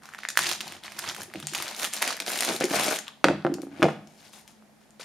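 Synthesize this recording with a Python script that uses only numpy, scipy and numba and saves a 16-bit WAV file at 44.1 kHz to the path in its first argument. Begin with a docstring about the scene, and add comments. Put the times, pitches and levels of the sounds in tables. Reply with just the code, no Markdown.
"""Film buckles in snaps and dense crackle, a small wooden box drums, knocks, rocks and drops flat on a wooden table.
Two hands work a zip bag open and slide the box out, in a quiet room, close under a camera with two microphones.
Film and wood are built from decaying rings and resonated bumps, with dense reflections from the room.
A faint hum and a ticking whirr, both filtered noise, sit in a steady hiss."""
import sys
import numpy as np
from scipy import signal
from scipy.fft import rfft, irfft
from scipy.io import wavfile
from numba import njit

SR = 44100
rng = np.random.default_rng(int(sys.argv[2]) if len(sys.argv) > 2 else 0)


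def dump(signal):
    """Clip the signal to [-1, 1] and save it as 16-bit WAV at the path in sys.argv[1]."""
    limited = np.clip(np.atleast_2d(signal).T, -1, 1)
    pcm = np.round(limited * 32767).astype(np.int16)
    wavfile.write(sys.argv[1], SR, pcm)


N = 222264
SIDES = np.array([[1], [-1]])  # left and right microphone


def undb(db):
    """Turn decibels into an amplitude factor."""
    return 10 ** (np.asarray(db) / 20)


def level(x, db):
    """Scale a signal to an RMS level."""
    return x * undb(db) / np.sqrt(np.mean(x ** 2))


def band(x, hz, width):
    """Two-pole resonance, gain 1 at the centre."""
    return signal.lfilter(*signal.iirpeak(min(hz, .45 * SR), hz / width, fs=SR), x)


@njit
def rings(n, start, pole, rise, left, right):
    """Each grain swells quickly and decays, with its own size and phase at either microphone."""
    out = np.zeros((2, n))
    for k in range(len(start)):
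        phasor, i, unrisen = 1 + 0j, start[k], 1.
        while i < n and abs(phasor) > .004:
            out[0, i] += (1 - unrisen) * (left[k] * phasor).imag
            out[1, i] += (1 - unrisen) * (right[k] * phasor).imag
            phasor, i, unrisen = phasor * pole[k], i + 1, unrisen * rise[k]
    return out


def grains(s, hz, t60, size, pan_db, lag_s, rise_cycles=.2):
    """Rings from times, pitches and decays; the path difference turns the phase between the microphones."""
    columns = np.broadcast_arrays(s, hz, t60, size + 0j, pan_db, lag_s)
    s, hz, t60, size, pan_db, lag_s = (column.ravel() for column in columns)
    hz = np.clip(hz, 30, .45 * SR)
    pole = np.exp(2j * np.pi * hz / SR - np.log(1000) / (t60 * SR))
    rise = np.exp(-hz / (rise_cycles * SR))
    turn = undb(pan_db / 2) * np.exp(1j * np.pi * hz * lag_s)
    return rings(N, (s * SR).astype(np.int64), pole, rise, size * turn, size / turn)


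def spray(s, peak, pan_db, spread_s, tilt_db, parts, fade=0.082):
    """A flurry of very short cracks over all pitches, thinning out and fading after each event."""
    u = rng.random((len(s), parts, 4))
    octave = (np.arange(parts) + u[..., 1]) / parts * 3.5
    phase = np.exp(2j * np.pi * u[..., 2])
    fading = (1 - u[..., 0]) ** fade
    size = peak * undb(tilt_db * octave) * phase * fading / np.sqrt(parts)
    crack_s = s - spread_s * np.log(1 - u[..., 0])
    return grains(crack_s, 1400 * 2 ** octave, .0018, size, pan_db, 3e-5 * (u[..., 3] - .5))


# Background noise colour, before it is set to HISS_DB: pitch_hz, level_db (relative, per Hz)
HISS_COLOUR = [(24, -56), (40, -9.5), (147, -3.5), (215, 5), (269, -1), (433, -6.5), (697, -5),
               (1090, -11.5), (1950, -12.5), (2500, -15.5), (2910, -18), (9940, -21.5), (14800, -24.5),
               (16000, -26.5)]
HISS_DB = -59


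def hiss():
    """Steady background noise of a fixed colour, partly different at the two microphones."""
    log_hz = np.log(np.fft.rfftfreq(N, 1 / SR) + 1)
    hz, db = np.transpose(HISS_COLOUR)
    colour = undb(np.interp(log_hz, np.log(hz), db))
    mid, side = irfft(rfft(rng.standard_normal((2, N))) * colour, N)
    return level(mid + .7 * side * SIDES, HISS_DB)


# Hum lines of the camera: pitch_hz, width_hz (of each of two filters), level_db
HUM_LINES = [(146, 8.1, -75.5), (214.5, 13, -62), (267, 12, -79)]


def hum():
    """Noise through narrow resonances gives wavering hum lines, alike at both microphones."""
    lines = 0
    for hz, width, db in HUM_LINES:
        noise = rng.standard_normal(N)
        lines = lines + level(band(band(noise, hz, width), hz, width), db)
    return lines


# Whirr bands of the camera: pitch_hz, width_hz (first filter; the second is twice as wide), level_db
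WHIRR_BANDS = [(715, 160, -72.5), (882, 140, -73.5)]
WHIRR_TICKS_PER_S, WHIRR_LEAD_S = 25, 0.028


def whirr():
    """Noise that restarts sharply and dies away at a steady rate rings two resonances."""
    cycle = (np.arange(N) / SR + WHIRR_LEAD_S) * WHIRR_TICKS_PER_S % 1
    beat = np.exp(-cycle / 0.096)
    bands = 0
    for hz, width, db in WHIRR_BANDS:
        ticks = beat * rng.standard_normal(N)
        bands = bands + level(band(band(ticks, hz, width), hz, 2 * width), db)
    return bands


# Tugs of the hands at the bag: start_s, rise_s, hold_s, crackle_db (relative), fold_db (big folds, low mids over
# the crackle), taut_db (taut film, top over the crackle), box_db (drumming, relative), pan_db (left minus right)
HAND_TUGS = [(0.017, 0.015, 0.12, -58.5, 3.5, -2, -67.5, 4),
             (0.181, 0.0018, 0.0041, -41.5, -17, -35.5, -59.5, -2),
             (0.216, 0.021, 0.01, -45, -10, -15, -69, 0), (0.3, .005, 0.052, -55.5, -10.5, -3, -61, 1),
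             (0.364, 0.05, 0.11, -29.5, -14.5, -7, -43, -1.5),
             (0.598, 0.0062, 0.15, -46.5, -5.5, -10, -49.5, -2),
             (0.825, 0.021, 0.0062, -42, -3, -5, -52, 1.5), (0.893, 0.2, 0.0024, -37.5, -4, -5, -46, -3),
             (1.124, 0.082, .01, -46, -4, 5, -44.5, -1), (1.32, 0.015, 0.14, -49, -13, -12, -55.5, 5),
             (1.23, 0.094, 0.055, -64, 1, -4, -56, 3), (1.41, 0.026, 0.11, -65, -9, 0, -57, 0),
             (1.478, 0.0052, 0.0058, -37.5, -18, -13, -62.5, 5),
             (1.513, 0.02, 0.19, -38, -6, -5.5, -46.5, 2), (1.749, 0.083, 0.016, -33, -8, 1, -38.5, -1.5),
             (1.919, 0.0094, 0.052, -36.5, -10.5, -3, -46, 0),
             (2.01, 0.0063, 0.096, -33, -8.5, -5.5, -36.5, -2),
             (2.192, 0.013, 0.0056, -53.5, 3, -10.5, -38.5, -1),
             (2.257, 0.025, 0.27, -35, -9, 2.5, -37, 1.5),
             (2.395, 0.097, 0.0084, -29.5, -13, -6.5, -31, -1),
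             (2.6, 0.0079, 0.012, -34, -5, -23, -30.5, 5), (2.675, 0.067, 0.19, -30.5, -3.5, 2.5, -30.5, 2),
             (3.062, 0.011, 0.0036, -65, 14.5, -17.5, -67.5, 16.5),
             (3.51, .005, 0.011, -68, -20, -10, -72, -5), (3.62, 0.01, .005, -67.5, 1, 14, -63, -4.5),
             (3.706, 0.11, 0.092, -50.5, 0.5, -10, -45.5, 3), (4.037, 0.068, .01, -65, -13, -3, -60.5, 5.5),
             (4.121, 0.14, 0.0075, -52, -12, -2, -57, 4.5), (4.31, 0.024, 0.05, -52, -9, 0.5, -61, 5),
             (4.461, 0.026, 0.019, -57, -16, -4.5, -87, 6), (4.792, 0.02, 0.0031, -66, -11, -5.5, -75, 6.5),
             (4.994, 0.0062, 0.0093, -41.5, -9.5, -8.5, -61, 3.5)]
SWELL_DB, SAG_DB_PER_S, RELEASE_DB_PER_S = 15.5, 7.5, 273  # gained in the rise, lost while held, lost once let go


def tugging(s):
    """Every tug swells, sags while held and is let go; where tugs overlap the stronger one sets the colour."""
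    start, rise, hold, tug_db, tug_fold_db, tug_taut_db, tug_box_db, tug_pan_db = np.transpose(HAND_TUGS)
    shapes = []
    for start_s, rise_s, hold_s in zip(start, rise, hold):
        times = np.cumsum([start_s - .006, .006, rise_s, hold_s, .5])
        sag_db = -SAG_DB_PER_S * hold_s
        shapes.append(np.interp(s, times, [-150, -SWELL_DB, 0, sag_db, sag_db - RELEASE_DB_PER_S / 2]))
    shape_db = np.array(shapes)
    power = undb(2 * (shape_db + tug_db[:, None]))  # doubled decibels turn amplitude into power
    total = power.sum(0)
    fold_db, taut_db, pan_db = (column @ power / total for column in (tug_fold_db, tug_taut_db, tug_pan_db))
    box_db = 10 * np.log10(undb(2 * tug_box_db) @ undb(2 * shape_db))
    return 10 * np.log10(total), fold_db, taut_db, box_db, pan_db


def crackle(count=40000, colour_db=1.64, scatter_db=4.0, burst_db=3, jerk_db=1.5, largest_db=15, thin_db=5,
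            lag_s=2.5e-5):
    """Thousands of tiny buckles; big folds ring low, taut film rings high, and they come in short bursts."""
    u, g = rng.random((count, 4)).T, rng.standard_normal((count, 2)).T
    s, octave = u[0] * N / SR, 4.5 * u[1] ** .65 - 2.7
    crackle_db, fold_db, taut_db, _, pan_db = tugging(s)
    low, high = np.clip(-octave / 1.5, 0, 1.2), np.clip(octave / 1.6, 0, 1)
    at = s * SR
    # a burst is one patch of film, so it spans about an octave and a half
    patch = (octave / 1.5 + 2 + u[3]).astype(int)
    bursts = rng.standard_normal((N // 150 + 1, 6))[(at / 150).astype(int), patch]
    # other folds take the strain every few hundredths of a second, each with its own colour
    fold = (octave / .8 + 4 + u[3]).astype(int)
    colours = rng.standard_normal((N // 1200 + 1, 8))[(at / 1200).astype(int), fold]
    # the whole film slips in jerks of a few ms
    jerks = rng.standard_normal(N // 200 + 1)[(at / 200).astype(int)]
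    size_db = burst_db * bursts + colour_db * colours + jerk_db * jerks - scatter_db * np.log(1 - u[2])
    size_db = np.minimum(size_db, largest_db)
    db = crackle_db + low * fold_db + high * (taut_db + thin_db) + size_db
    hz = 4200 * 2 ** octave
    size = undb(db) * np.exp(2j * np.pi * u[3])
    return grains(s, hz, 8 / hz, size, pan_db + 1.5 * g[1], lag_s * g[0])


SMALL_POPS_PER_S, SMALL_POP_DB = 120, 5.5  # mean level over the crackle


def small_pops(low_hz=700, octaves=2.8, scatter_db=2, crack_db=1, crack_scatter_db=3, pan_scatter_db=3):
    """Snap rows drawn by chance; their strength follows the tug of the moment."""
    count = int(SMALL_POPS_PER_S * N / SR)
    u, g = rng.random((count, 2)).T, rng.standard_normal((count, 3)).T
    s = u[0] * N / SR
    crackle_db, _, _, _, pan_db = tugging(s)
    ring_db = crackle_db + SMALL_POP_DB + scatter_db * g[0]
    hz = low_hz * 2 ** (octaves * u[1])
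    return np.transpose([s, ring_db, hz, crack_db + crack_scatter_db * g[1], pan_db + pan_scatter_db * g[2]])


# Loud single buckles of the film: start_s, ring_db (relative), pitch_hz, crack_db (over the ring),
# pan_db (left minus right)
FILM_SNAPS = [(0.022, -37, 1500, -2, 0.5), (0.0343, -39, 1620, 11, -8), (0.056, -32.5, 1450, 11, -3),
              (0.0895, -26, 1430, 0, -2.5), (0.1371, -24, 1750, -6, -3.5),
              (0.1476, -19.5, 1760, -4.5, -2.5), (0.1882, -23.5, 1390, 0, 1),
              (0.2342, -18.5, 1950, -7.5, -3), (0.2513, -10.5, 1820, -19.5, 2), (0.2872, -15, 1900, 8.5, 2),
              (0.2878, -7.5, 6450, -1, 1), (0.302, -25, 1610, 13.5, 1), (0.3554, -24, 1700, -0.5, -4),
              (0.3733, 3, 1740, -1.5, -3), (0.3738, -15, 4100, -10, -1.5), (0.3902, -8.5, 1480, 13, 2),
              (0.4369, -18.5, 2800, -9, 11), (0.4475, -16, 2140, -8, -2), (0.457, -14, 2800, -6, 3),
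              (0.4627, -13, 2920, -11, 3.5), (0.4915, -22.5, 1490, 13, 1), (0.5055, -24, 5060, -5, 0),
              (0.5143, -11.5, 3900, 3, -8), (0.5258, -8.5, 5200, -8, 2), (0.497, -15, 3530, 1, 5),
              (0.532, -21, 3500, 11, -1), (0.6064, -12, 3670, 0.5, 3), (0.611, -15, 2850, 2.5, -4),
              (0.6708, -26.5, 806, -1, 4), (0.6792, -22, 4300, 4, 3), (0.7222, -26, 2200, 9, 1),
              (0.767, -30, 3200, -3, 0), (0.8365, -22, 3600, -4.5, 0.5), (0.8805, -20.5, 2100, -14, -3),
              (0.9207, -25, 2300, -2, -5), (0.987, -23, 1480, 3, 5), (0.9905, -20.5, 6500, 8, -2),
              (0.996, -22, 1490, -5, 0), (1.024, -22, 3200, -3, 0), (1.041, -19.5, 1940, 1.5, 5),
              (1.083, -22, 1480, -7, 0), (1.0895, -8.5, 5500, -6.5, 1), (1.098, -11.5, 3400, -2, 0),
              (1.112, -22.5, 1480, 3, 3), (1.164, -26, 1400, 4, 4), (1.1474, -25.5, 2060, 8.5, -1),
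              (1.2051, -31, 1120, 8, -1), (1.21, -21, 5500, -1, 0), (1.218, -23, 5500, 7, 2),
              (1.233, -13, 10600, -7, 0), (1.3004, -36, 2000, -5, -2), (1.314, -35, 1250, -5, 0),
              (1.338, -20.5, 2030, -1, -3), (1.3572, -21, 2630, -5, -3), (1.4006, -28, 4700, 12.5, -1.5),
              (1.4268, -21.5, 3220, 1, -0.5), (1.429, -29.5, 1300, -5, 4), (1.4701, -4.5, 7700, -5.5, -0.5),
              (1.5364, -24, 1400, 10, -8), (1.549, -15.5, 2840, 9, -3), (1.5525, -16, 3360, 12.5, -1),
              (1.5787, -20, 2680, 7, 3), (1.586, -17, 2600, 5, -4), (1.601, -18, 1040, 4.5, 3),
              (1.797, -18, 3270, 5, 5), (1.6234, -18.5, 4600, 10.5, 2), (1.6797, -19, 3450, 8, -2),
              (1.7474, -22, 3720, 6, -0.5), (1.7644, -17.5, 6300, 0, 2), (1.8309, -16.5, 1930, 11, -5),
              (1.8441, -10.5, 2880, 7, -3), (1.849, -14, 3230, 9, 7), (1.931, -20.5, 3500, 7.5, 0),
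              (1.936, -4.5, 8100, -7, 3), (1.943, -19, 5500, 4, 0), (1.966, -25, 5700, 11, 7),
              (1.9739, -15.5, 3570, -8, -1), (2.0066, -24, 1820, -4, 3), (2.021, -7, 4500, 6, -2),
              (2.0254, -4.5, 1500, 9, 2), (2.041, -15, 1900, -13, -2), (2.0765, -15.5, 2750, 12, 3),
              (2.088, -20, 2600, 3, -5.5), (2.1051, -15.5, 1184, -11, 4), (2.1259, -17, 1640, 5, 1),
              (2.1675, -31.5, 1680, 16, 4), (2.175, -25, 1900, 3, 0), (2.191, -26, 1900, 1, 0),
              (2.2015, -9, 3840, 4.5, 1), (2.2216, -19, 3630, -1, 0.5), (2.28, -16, 4500, 2, 0),
              (2.264, -22, 5300, 10.5, 2), (2.2736, -23, 3640, 5, -7), (2.287, -18, 3500, -1, 3),
              (2.3042, -20, 1810, -1, -5), (2.358, -17, 1900, 7, -3.5), (2.389, -15, 3930, 9, 4),
              (2.4072, -1, 9250, -2.5, 2), (2.376, -10, 9050, 2, 0), (2.449, -9, 9500, 3, 0),
              (2.424, -12.5, 1970, 6, -4), (2.4327, -12, 1930, 3, 1), (2.5476, -28, 1400, 7, 3),
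              (2.5631, -28, 1550, 19.5, 3), (2.603, -21, 3950, 12, 2), (2.6085, -21.5, 1430, 13, 0),
              (2.637, -11.5, 2160, -11, 4), (2.641, -6.5, 6100, -4, 2), (2.654, -15, 4970, -2, 0),
              (2.685, -35, 1500, -6, 0), (2.7085, -17, 1800, 4, -1), (2.7408, -17, 1320, -2, 7),
              (2.7771, -31, 1350, -8.5, 16.5), (2.969, -16.5, 3500, 1.5, -1.5),
              (2.9607, -15, 2840, 4.5, -0.5), (2.9883, -9.5, 7000, 2, 4), (3.0688, -28.5, 3060, -16, 3),
              (3.0808, -15, 3340, -7, 3.5), (3.4241, -38, 3900, -29, 9), (3.5404, -25, 5670, 11.5, 5.5),
              (3.6182, -43.5, 2530, 20, 8.5), (4.0731, -35, 5740, 2.5, 5), (4.4777, -31, 6010, 3, 4),
              (4.9067, -34.5, 7420, -11.5, 4), (4.9977, -33.5, 4760, -14, 0.5)]


def snaps(cycles=8.2, after_db=-9, mean_tilt_db=-0.45, tilt_scatter_db=0.91, echo_s=0.0041, echo_db=-10):
    """A fold pops: a few cycles at its own pitch, sharp cracks, a settling flurry and a bounce off a surface."""
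    rows = np.vstack([FILM_SNAPS, small_pops()])
    s, db, hz, crack_db, pan_db = (column[:, None] for column in rows.T)
    crack = undb(db + crack_db)
    # some folds crack dull, some bright: decibels per octave
    tilt_db = mean_tilt_db + tilt_scatter_db * rng.standard_normal(s.shape)
    pop = grains(s, hz, cycles / hz, undb(db), pan_db, 0)
    pop = pop + spray(s, crack, pan_db, .001, tilt_db, parts=30)
    settle = spray(s, crack * undb(after_db), pan_db, .007, tilt_db, parts=90)
    bounce = undb(echo_db) * np.roll(band(pop, 8300, 8600), int(echo_s * SR), axis=1)
    return pop + settle + bounce


MODE_PAN_DB, MODE_LAG_S = 3.5, 6e-5  # scale of each mode's random lean and lag between the microphones
ONE_SIDED_HZ = 680  # modes under this radiate ever more evenly


def sidedness_db(hz):
    """How far a mode may lean to one microphone; long waves reach both alike."""
    return MODE_PAN_DB * np.minimum(hz / ONE_SIDED_HZ, 1)


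# Modes of the wooden box and table top, drummed here and struck in knocks():
# pitch_hz, level_db (relative), t60_s (undamped)
WOOD_MODES = [(91, -12, 0.15), (152.6, -16, 0.24), (203.4, -14.5, 0.23), (248, -13, 0.088),
              (288.8, -5.5, 0.099), (341.6, -3, 0.085), (386, -9, 0.084), (413, -9, 0.051),
              (459.6, -6.5, 0.065), (520, -2, 0.051), (591, -3.5, 0.051), (640.3, -5.5, 0.04),
              (700, -7, 0.083), (778.5, -8, 0.08), (883, -12, 0.074), (1022, -9.5, 0.02),
              (1285, -4.5, 0.012), (1451, -10, 0.042), (2160, -4, 0.014)]
TABLE_HZ, DEEP_HZ = 230, 400  # table modes lie under the first, deep box modes between the two
LIFTED_S, LANDED_S = 1.65, 3.24
TABLE_LIFTED_DB, TABLE_RESTING_DB = -23, -3  # gain; the table is nearly still while the box is lifted
DEEP_LIFTED_DB, DEEP_RESTING_DB = -6.5, -1.5  # gain of the deep box modes
ROCKING_START_S, ROCKING_END_S = 3.47, 3.785  # the box wobbles on one edge
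ROCKING_DB, ROCKING_DB_PER_S = -38.5, 39  # level at the start, then the loss
ROCKING_HIGH_DB = -18  # all the other modes, over the wobble
ROCKING_HZ, ROCKING_WIDTH_HZ = 282, 15  # held by one edge, the box rings mostly in one low mode


def drumming(rate=550, damping=0.33):
    """Fingers and film rub box and table with many small bumps (rate per second) that ring their modes."""
    bumps = (rng.random(N) < rate / SR) * rng.standard_normal(N)
    hz = np.transpose(WOOD_MODES)[0]
    modes = []
    for mode_hz, db, t60 in WOOD_MODES:
        ring = band(bumps, mode_hz, 2.2 / (damping * t60))  # a shorter decay is a wider resonance
        modes.append(level(band(ring, mode_hz, 0.53 * mode_hz), db))
    lean_db = sidedness_db(hz)[:, None, None] * rng.standard_normal((len(hz), 1, 1)) * SIDES
    modes = np.array(modes)[:, None] * undb(lean_db)
    deep = level(modes[(hz >= TABLE_HZ) & (hz < DEEP_HZ)].sum(0), 0)
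    high = level(modes[hz >= DEEP_HZ].sum(0), 0)
    table = level(modes[hz < TABLE_HZ].sum(0), 0)
    wobble = level(band(band(bumps, ROCKING_HZ, ROCKING_WIDTH_HZ), ROCKING_HZ, ROCKING_HZ / 2), 0)

    t = np.arange(N) / SR
    steps = t[::64]
    grip = undb(np.interp(t, steps, tugging(steps)[3]))
    lifted = (t > LIFTED_S) & (t < LANDED_S)
    table_gain = undb(np.where(lifted, TABLE_LIFTED_DB, TABLE_RESTING_DB))
    deep_gain = undb(np.where(lifted, DEEP_LIFTED_DB, DEEP_RESTING_DB))
    gripped = grip * (high + deep_gain * deep + table_gain * table)
    rocking = undb(ROCKING_DB - ROCKING_DB_PER_S * (t - ROCKING_START_S))
    rocking = rocking * (t > ROCKING_START_S) * (t < ROCKING_END_S)
    return gripped + rocking * (wobble + undb(ROCKING_HIGH_DB) * (high + deep + table))


def softness(hz, contact_ms):
    """A push passes little above the pitch whose period is the contact time."""
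    return 1 / (1 + (hz * contact_ms / 1000) ** 3)


# Box against table or fingers: start_s, blow_db (relative), contact_ms, then relative to the blow: click_db (edge),
# tick_db (bright), table_db (table top), deep_db (deep box modes), thud_db (air); spot_hz (favoured pitch)
BOX_KNOCKS = [(1.185,-35,0.96,-26,-30,-5,-9,-12,710),(1.281,-45,2,-22,-25,-10,6,-12,370),(1.348,-34.5,1,-12,-22,6,8,-14,520),(1.356,-27,1.8,-20,-25,9,1,-12,331),(1.372,-32.5,2,-20,-25,7,2,-12,292),
              (1.428,-31.5,3,-19,-20,8,3,-12,149),(1.451,-43,2.6,-20,-25,2,5,-10,203),(1.523,-36.5,2.7,-16,-22,-4,6.5,-12,354),(1.601,-41,2.5,-20,-25,-16,6,-10,340),
              (2.489,-28,0.79,-14,-15,-14,1,-10,384),(2.499,-22,0.68,-12,-12,2,4,-10,384),(2.511,-20,1.3,-3,-24,-15,1,-3,640),(2.545,-30,1.5,-15,-24,-17,5,-14,385),
              (2.6092,-15,1,-10,-17,-25,-2,-16,525),(2.621,-23.5,0.97,-16,-22,-9,-6,-7,523),
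              (2.64,-14,1.6,-9,-22,-29,1,-8,369),(2.71,-18.5,1.1,-18,-14,-14,1.5,-18,290),(2.735,-21,.8,-12,-15,-23,-8,-6,636),(2.742,-16,0.56,-17,-15,-24.5,-12,-15.5,650),(2.752,-22.5,0.89,-12,-18,7.5,-6,-10.5,222),(2.866,-19.5,.6,-14,-20,-22,-4,-10,630),
              (2.885,-23,.7,-13,-20,-22,-8,-8,640),(2.911,-26,1,-14,-19.5,-25,-6,-10,450),
              (3.2427,-8,0.34,9,16.5,-10,0,-8,329),(3.253,-9,1.1,-23,-17,3,-5,-16.5,526),(3.263,-18.5,1,-21.5,-14.5,-4,-9,-10,580),(3.274,-19,0.82,-8.5,-16.5,-7.5,0,-7,290),(3.2848,-11.5,0.51,6.5,6.5,-5,-8,-6,340),(3.299,-13,1.1,-20,-2,0.5,2.5,-10,320),
              (3.31,-16.5,.9,-9,-11,1,-8,-8,570),(3.332,-19.5,0.78,-20,-20,5,-1.5,-15,190),
              (3.449,-12.5,0.48,-0.5,-5.5,0,0,-2,341),(3.457,-20,1,-4,-12,-18,3,-20,317),(3.4661,-18.5,1.1,5,-1,-8,-10,-14,500),(3.472,-19.5,0.62,-2.5,-14,-16,-3,-14,332),
              (3.497,-21.5,2,-17,-29,-15,4,-16,287),(3.519,-19,2.2,-16,-15,-2,5,-20,336),(3.553,-22.5,3.3,-28,-32,-10,5.5,-15,290),
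              (3.584,-23,1.5,-10,-29,-12,3,-23,294),(3.602,-30,2,-18,-20,-14,1,-15,282),(3.633,-28.5,1.4,-9,-28,-4,5,-16,327),(3.649,-40,1.6,-15,-30,-12,-2,-14,280),
              (3.669,-25,2.3,-15,-30,-7,-2,-14,281),(3.682,-39,1.3,-12,-30,-5,-11,-10,280),(3.796,-20,1.7,-32,-20,-17,1,-22,340),
              (3.821,-15,0.49,6.5,3,-26,2.5,-9,343),(3.8273,-7.5,0.14,4,10,7,2,-12,330),(3.832,-10.5,0.28,3,5,0,-5,-12,645),(3.842,-9.5,0.27,-13,0.5,-19,-5,-4,532),(3.854,-12.5,0.61,-8,-10,-15,3,5.5,650),(3.864,-15,0.81,-15,-3,-1,-5,-3,467),
              (3.885,-18,0.4,1.5,2.5,-5,-5,-6,1440),(3.905,-23,0.89,-6,-7,2,-19,-10,206),
              (4.624,-50,.62,6,-17,2,-4.5,-12.5,220),(4.997,-37.5,0.96,-3,-16,-24,-14,-10,510)]
SPOT_DB, SPOT_WIDTH = 8.5, 0.09  # the struck spot favours modes near one pitch; width in log pitch


def knocks(ring_db=-8, spread_db=2.0, detune=0.012, pull=0.79, click_hz=1350, click_t60=0.0069, thud_hz=480,
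           crack_db=11, rattle_db=7.5, phase_scatter=0.65, swell=0.4):
    """Every blow rings the same wood; a longer, softer contact leaves the high modes quiet."""
    columns = (column[:, None] for column in np.transpose(BOX_KNOCKS))
    s, db, contact_ms, click_db, tick_db, table_db, deep_db, thud_db, spot_hz = columns
    hz, mode_db, t60 = np.transpose(WOOD_MODES)
    g = rng.standard_normal((len(s), len(hz), 5))
    near = np.exp(-(np.log(hz / spot_hz) / SPOT_WIDTH) ** 2)
    held_hz = hz * (spot_hz / hz) ** (pull * near)  # grip and contact bend the modes a little
    part_db = np.where(hz < TABLE_HZ, table_db, deep_db * (hz < DEEP_HZ))
    size_db = db + mode_db + SPOT_DB * near + ring_db + spread_db * g[..., 0] + part_db
    size = undb(size_db) * np.exp(1j * phase_scatter * g[..., 2]) * softness(hz, contact_ms)
    body = grains(s, held_hz * (1 + detune * g[..., 1]), t60, size,
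                  sidedness_db(hz) * g[..., 3], MODE_LAG_S * g[..., 4], rise_cycles=swell)
    # air squeezed out under the box thuds
    thud = grains(s, thud_hz, 0.0083, undb(db + thud_db) * softness(thud_hz, contact_ms), 0, 0)
    # the landing edge clicks and ticks, and the lid chatters after it
    click = grains(s, click_hz * (1 + .04 * g[:, :1, 1]), click_t60, -undb(db + click_db), 0, 0)
    tick = spray(s, undb(db + tick_db + crack_db), 0, 0.0012, -10.0, parts=40)
    chatter = spray(s, undb(db + tick_db + rattle_db), 0, 0.025, -14.5, parts=350, fade=0.87)
    return body + thud + click + tick + chatter


# Reflections of the room by band: pitch_hz, t60_s, level_db (whole tail, over the direct sound)
ROOM_BANDS = [(159, 0.5, -24.5), (334, 0.26, -24.5), (795, 0.43, -23.5), (2070, 0.42, -18.5),
              (4000, 0.47, -15), (7650, 0.26, -8)]


def room(x, gap_s=0.003, apart_hz=14000):
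    """Dense reflections: noise that dies away band by band; the bass is alike at the two microphones."""
    t = np.arange(SR // 2) / SR
    onset = np.clip(t / gap_s - 1, 0, 1)
    tail = 0
    for hz, t60, db in ROOM_BANDS:
        noise = band(band(rng.standard_normal((2, len(t))), hz, hz), hz, hz)
        mid, side = noise * undb(-60 * t / t60) * onset
        both = mid + min((hz / apart_hz) ** .5, 1) * side * SIDES
        tail = tail + undb(db) * both / np.sqrt(np.sum(both ** 2))
    return signal.fftconvolve(x[None], tail, axes=1)[:, :N]


def scene():
    """Bag and box close to the microphones, their reflections, and the camera's hum and whirr."""
    # the bag's crackle and snaps carry no bass
    film_highpass = signal.butter(3, 520, "high", fs=SR, output="sos")
    bag = signal.sosfilt(film_highpass, crackle() + snaps())
    near = bag + drumming() + knocks()
    return near + room(near.mean(0)) + hum() + whirr()


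TOP_HZ = 15800


def record(dry):
    """The microphones drop the bass, have a narrow dip near 8 kHz and a falling top; peaks clip."""
    x = signal.sosfilt(signal.butter(4, 115, "high", fs=SR, output="sos"), dry) + hiss()
    x = x - .75 * band(x, 7850, 300)
    x = signal.sosfilt(signal.butter(3, 12600, fs=SR, output="sos"), x)
    clipped = np.clip(x, -1, 1)
    return signal.sosfilt(signal.ellip(10, .2, 80, TOP_HZ, fs=SR, output="sos"), clipped)


dry = scene()
out = record(dry)
dump(out)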